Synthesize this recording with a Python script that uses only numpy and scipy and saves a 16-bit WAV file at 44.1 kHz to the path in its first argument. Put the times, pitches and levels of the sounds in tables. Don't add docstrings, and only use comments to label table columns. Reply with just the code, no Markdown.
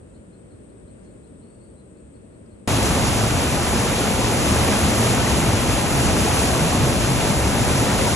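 import sys
import numpy as np
from scipy import signal
from scipy.fft import rfft, irfft
from scipy.io import wavfile
from scipy.ndimage import uniform_filter1d

SR = 44100
rng = np.random.default_rng(int(sys.argv[2]) if len(sys.argv) > 2 else 0)


def wav_record(signal):
    frames = np.transpose(np.atleast_2d(signal))
    bounded = np.clip(frames, -1, 1)
    quanta = np.round(bounded * 32767).astype(np.int16)
    wavfile.write(sys.argv[1], SR, quanta)


N = 359415
TIME, BINS = np.arange(N) / SR, np.fft.rfftfreq(N, 1 / SR)
DAM_START_S = 2.6755


def undb(db):
    return 10 ** (np.asarray(db) / 20)


def unit(x):
    return x / np.sqrt(np.mean(x ** 2))


def over_time(table):
    time_s, *columns = np.transpose(table)
    return [np.interp(TIME, time_s, column) for column in columns]


def over_pitch(table):
    hz, *columns = np.transpose(table)
    return [np.interp(np.log(BINS + 1), np.log(hz), column) for column in columns]


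def shape(x, gain):
    return irfft(rfft(x) * gain, N)


def noise():
    return rng.standard_normal((2, N))


def resonance(hz, width_hz):
    return unit(shape(noise(), 1 / (1 + 2j * (BINS - hz) / width_hz) ** 2))


def walk(rate_hz):
    hold = max(int(SR / rate_hz), 1)
    steps = np.repeat(rng.standard_normal(N // hold + 1), hold)
    return unit(uniform_filter1d(uniform_filter1d(steps, hold), hold)[:N])


def swell(start_s, length_s):
    return np.sin(np.pi * np.clip((TIME - start_s) / length_s, 0, 1))


def phase(hz):
    return 2 * np.pi * np.cumsum(hz) / SR


def pan(left_db):
    return undb(np.array([[left_db], [-left_db]]) / 2)


def ports(pair, table):
    coherence, lead_rad, left_db = over_pitch(table)
    coherence = np.clip(coherence, 0, 1)
    mid, side = rfft(pair) * np.sqrt([1 + coherence, 1 - coherence])
    left = (mid + side) * undb(left_db / 2)
    right = (mid - side) * undb(-left_db / 2) * np.exp(-1j * lead_rad)
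    return unit(irfft([left, right], N))


def far_air():
    # frequency_hz, relative_db
    spectrum = [(20, -36), (55, -2), (105, -0.5), (145, -5), (195, -1.6), (500, -8.5), (610, -12),
                (715, -21.5), (880, -24.5), (1700, -28.5), (3700, -39), (6000, -46.5), (7500, -39),
                (10150, -34), (11000, -67)]
    # frequency_hz, coherence, left_lead_rad, left_minus_right_db
    arrival = [(60, 0.86, 0.5, 0), (172, 0.89, -0.1, 0), (380, 0.22, .5, 2.5), (800, 0.16, 2, 3.5),
               (2000, 0.5, 2.5, 2), (5500, .1, 1, 6), (8300, .2, 5.5, 10), (8660, 0.89, -6.5, -4),
               (10040, 1, -2.5, 0)]
    # time_s, level_db
    ebb = [(0.3, -44), (1.0, -44.0), (1.8, -45.5), (2.6, -44.5)]
    air = ports(shape(noise(), undb(over_pitch(spectrum)[0])), arrival)
    return air * undb(over_time(ebb)[0] + 0.24 * walk(5.25))


def tree_cricket(level_db=-80.5, fading_db=2.5):
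    return undb(level_db + fading_db * walk(14.3)) * resonance(hz=2600, width_hz=100)


def trilling_cricket(first_s=-0.02, every_s=.9, phrase_s=.42, level_db=-75.7):
    phrases = sum(swell(start_s, phrase_s) for start_s in np.arange(first_s, DAM_START_S, every_s))
    return undb(level_db) * phrases * pan(7) * resonance(hz=7120, width_hz=300)


def leaves():
    # start_s, length_s, pitch_hz, width_hz, level_db
    rustles = [(1.02, .045, 5700, 2200, -71.5), (1.27, .01, 4300, 2500, -71), (2.458, .012, 4850, 700, -68)]
    return pan(4) * sum(undb(db) * swell(start_s, length_s) * resonance(hz, width_hz)
                        for start_s, length_s, hz, width_hz, db in rustles)


def bush_cricket(pulse_hz=122, throb_hz=7.8, pulse_depth=0.24, throb_depth=0.12):
    # time_s, gain_db
    effort = [(0.2, -0.7), (0.85, 1), (1.3, 1.5), (1.74, 3), (1.92, 0), (2.6, -0.3)]
    pulses = 1 + pulse_depth * np.cos(phase(pulse_hz * (1 + 0.022 * walk(3.8))))
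    throb = 1 + throb_depth * np.cos(phase(throb_hz * (1 + 0.14 * walk(2.1))))
    lower = undb(-68) * pan(10) * resonance(hz=8130, width_hz=340)
    upper = undb(-66) * pan(5) * resonance(hz=8540, width_hz=630)
    return (lower + upper) * undb(over_time(effort)[0]) * pulses * throb


def whistling_bird():
    # start_s, length_s, end_pitch_hz, arch_hz, relative_db
    whistles = [(1.43, .34, 4390, 120, -67), (1.755, .07, 4020, 40, -67)]
    song = np.zeros(N)
    waver_db, waver_hz = 3 * walk(49.6), 35 * walk(250)
    for start_s, length_s, hz, arch_hz, db in whistles:
        arch = swell(start_s, length_s)
        song += undb(db + waver_db) * arch * np.sin(phase(hz + arch_hz * arch + waver_hz))
    return song


def chipping_bird(chip_s=0.038, sweep_hz=120, rasp_hz=130):
    # start_s, centre_pitch_hz, relative_db
    chips = [(.135, 4275, -62.5), (.318, 4260, -63.8), (.5, 4220, -64), (.687, 4275, -67),
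             (.867, 4220, -66.5), (1.045, 4230, -64.5), (1.23, 4230, -65.5), (1.412, 4300, -62.5),
             (1.592, 4300, -64), (1.775, 4260, -66), (1.957, 4270, -68), (2.136, 4260, -65),
             (2.318, 4300, -68), (2.499, 4230, -66)]
    song, jitter_hz = np.zeros(N), rasp_hz * walk(700)
    for start_s, hz, db in chips:
        pitch_hz = hz + jitter_hz + sweep_hz * np.clip((TIME - start_s) / chip_s - 1 / 2, -1, 1)
        song += undb(db) * swell(start_s, chip_s) * np.sin(phase(pitch_hz))
    return song


def scattering(song, t60_s):
    tail = noise()[:, :SR // 2] * undb(-60 * TIME[:SR // 2] / t60_s)
    tail /= np.linalg.norm(tail, axis=1, keepdims=True)
    return 0.5 * song + .56 * signal.fftconvolve(song[None], tail)[:, :N]


def air_pockets():
    # start_s, length_s, centre_pitch_hz, glide_hz_per_s, level_db
    throbs = [(2.682, .22, 112, 60, -21), (3.111, 0.23, 107, 110, -21.5), (4.2, .16, 113, 50, -23),
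              (4.49, 0.18, 110, 40.5, -21.5), (4.44, .24, 75, -30, -22), (4.68, 0.13, 210, -0.5, -22),
              (4.782, 0.16, 84, -39.5, -23.5), (4.832, 0.14, 216, 0, -24.5), (4.933, .28, 116, 20, -21),
              (5.22, 0.21, 72, 0, -21.5), (5.431, .18, 106, -140, -20), (5.887, .15, 134, 40, -22),
              (6.56, .16, 160, 60, -20.5), (6.761, .16, 132, 60, -21.5), (7.028, 0.22, 130, -10, -21),
              (7.327, .23, 68, -30, -19), (7.732, 0.15, 112, 69.5, -22.5)]
    out, waver_hz = np.zeros(N), 3 * walk(30)
    for start_s, length_s, hz, glide, db in throbs:
        pitch_hz = hz + glide * np.clip(TIME - start_s - length_s / 2, -length_s, length_s) + waver_hz
        out += undb(db) * swell(start_s, length_s) * np.sin(phase(pitch_hz))
    return out


def bubbles(low_hz, high_hz, cycles, rise, spread_db, count):
    out = np.zeros((2, 2 * N))
    for when, smallness, luck, place in rng.random((count, 4)):
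        hz = low_hz * (high_hz / low_hz) ** smallness
        age = np.linspace(0, 1, int(cycles * SR / hz) + 2)
        decay = np.exp(-np.log(100) * age)
        ring = decay * np.sin(2 * np.pi * cycles * age * (1 + rise * age / 2))
        strength = hz * undb(spread_db * luck ** 2)
        start, angle = int(when * N), 2 * np.pi * place
        out[:, start:start + len(age)] += strength * np.outer([np.cos(angle), np.sin(angle)], ring)
    return unit(out[:, :N])


def foam(heave_db, splash_db, flicker_db, bands=9):
    centres_hz = np.geomspace(50, 12000, bands)
    band_position = np.interp(np.log(BINS + 1), np.log(centres_hz), np.arange(bands))
    source, heave, out = rfft(noise()), walk(16), 0
    splashes = [walk(28) for _ in range(bands + 2)]
    for k in range(bands):
        band = irfft(source * np.maximum(1 - abs(band_position - k), 0), N)
        db = heave_db * heave + splash_db * unit(sum(splashes[k:k + 3])) + flicker_db * walk(22)
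        out = out + undb(db) * band
    return unit(out)


def white_water(foam_db=1.5, eddy_wander_db=0.3, crossover_hz=330):
    # time_s, relative_db
    flow = [(2.7, -23), (3.25, -23.3), (3.7, -24), (4.15, -23), (4.55, -22), (5.0, -22), (5.55, -23.5),
            (5.95, -23), (6.33, -22), (6.55, -23), (7.1, -23.5), (7.75, -23), (7.93, -22), (8.15, -23.1)]
    # time_s, level_db
    roll = [(2.7, -22), (3.2, -22.5), (3.45, -23.5), (4.25, -23), (4.9, -22.0), (5.6, -22), (6.1, -21),
            (6.35, -21.5), (6.55, -22.5), (6.9, -21.5), (7.4, -22.5), (7.9, -21.6), (8.15, -23.5)]
    # frequency_hz, gain_db
    spectrum = [(22, -27), (33, -9.5), (70, 0.5), (105, -1), (130, -0.6), (160, -3.5), (205, -2.5),
                (265, -4.8), (410, -10.5), (750, -13), (1700, -22), (2800, -21), (4100, -25), (4750, -24.5),
                (5300, -25.5), (7500, -23.5), (9600, -19.5), (10500, -23), (11700, -33), (12900, -42),
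                (14000, -66)]
    # frequency_hz, coherence, left_lead_rad, left_minus_right_db
    arrival = [(60, .55, 0, .1), (110, .76, 0, .1), (200, .9, -.05, .2), (400, .86, .16, .1),
               (600, .83, .43, 1.2), (950, .69, .43, 4.5), (1300, .81, .14, 1.3), (1630, .92, .1, .8),
               (2000, .73, .47, .5), (2800, .17, 1.1, 1.5), (3210, .22, 4, 1.5), (3640, .1, 6.5, -.5),
               (4070, .5, 7.5, 0), (4400, .5, 8, -1), (5000, .65, 10.5, -2.2), (5650, .92, 12.45, .4),
               (6400, .96, 12.5, 0), (7050, .84, 12.6, -.5), (7500, .6, 13.6, -2), (8060, .72, 16, 2),
               (8490, .96, 15.5, -1), (8950, 1, 15.68, -.2), (9550, 1, 15.72, -.2), (9850, .91, 16.05, 1.5),
               (11230, .55, 18, 0), (11800, 1, 18.8, 0)]
    (flow_db,), (roll_db,) = over_time(flow), over_time(roll)
    gurgle = bubbles(low_hz=331, high_hz=2586, cycles=23, rise=0.16, spread_db=7.5, count=2500)
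    spray = bubbles(low_hz=1810, high_hz=11140, cycles=2.6, rise=.1, spread_db=4, count=9000)
    froth = foam(heave_db=0.19, splash_db=0.45, flicker_db=0.63)
    churn = froth + undb(-16.5) * gurgle + undb(-11) * spray
    water = ports(shape(churn, undb(over_pitch(spectrum)[0])), arrival)
    deep = shape(water, 1 / (1 + (BINS / crossover_hz) ** 4))
    rush = undb(foam_db + flow_db) * unit(water - deep)
    eddies = undb(roll_db + eddy_wander_db * walk(5)) * unit(deep)
    return rush + eddies


def scene():
    buzz = bush_cricket() + trilling_cricket()
    birds = pan(4) * scattering(chipping_bird() + whistling_bird(), t60_s=.32)
    hillside = far_air() + buzz + tree_cricket() + birds + leaves()
    dam = white_water() + air_pockets()
    return np.where(TIME < DAM_START_S, hillside, dam)


def record(dry):
    cutoff_hz = 14000
    return signal.sosfilt(signal.ellip(8, .2, 70, cutoff_hz, fs=SR, output="sos"), dry)


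dry = scene()
out = record(dry)
wav_record(out)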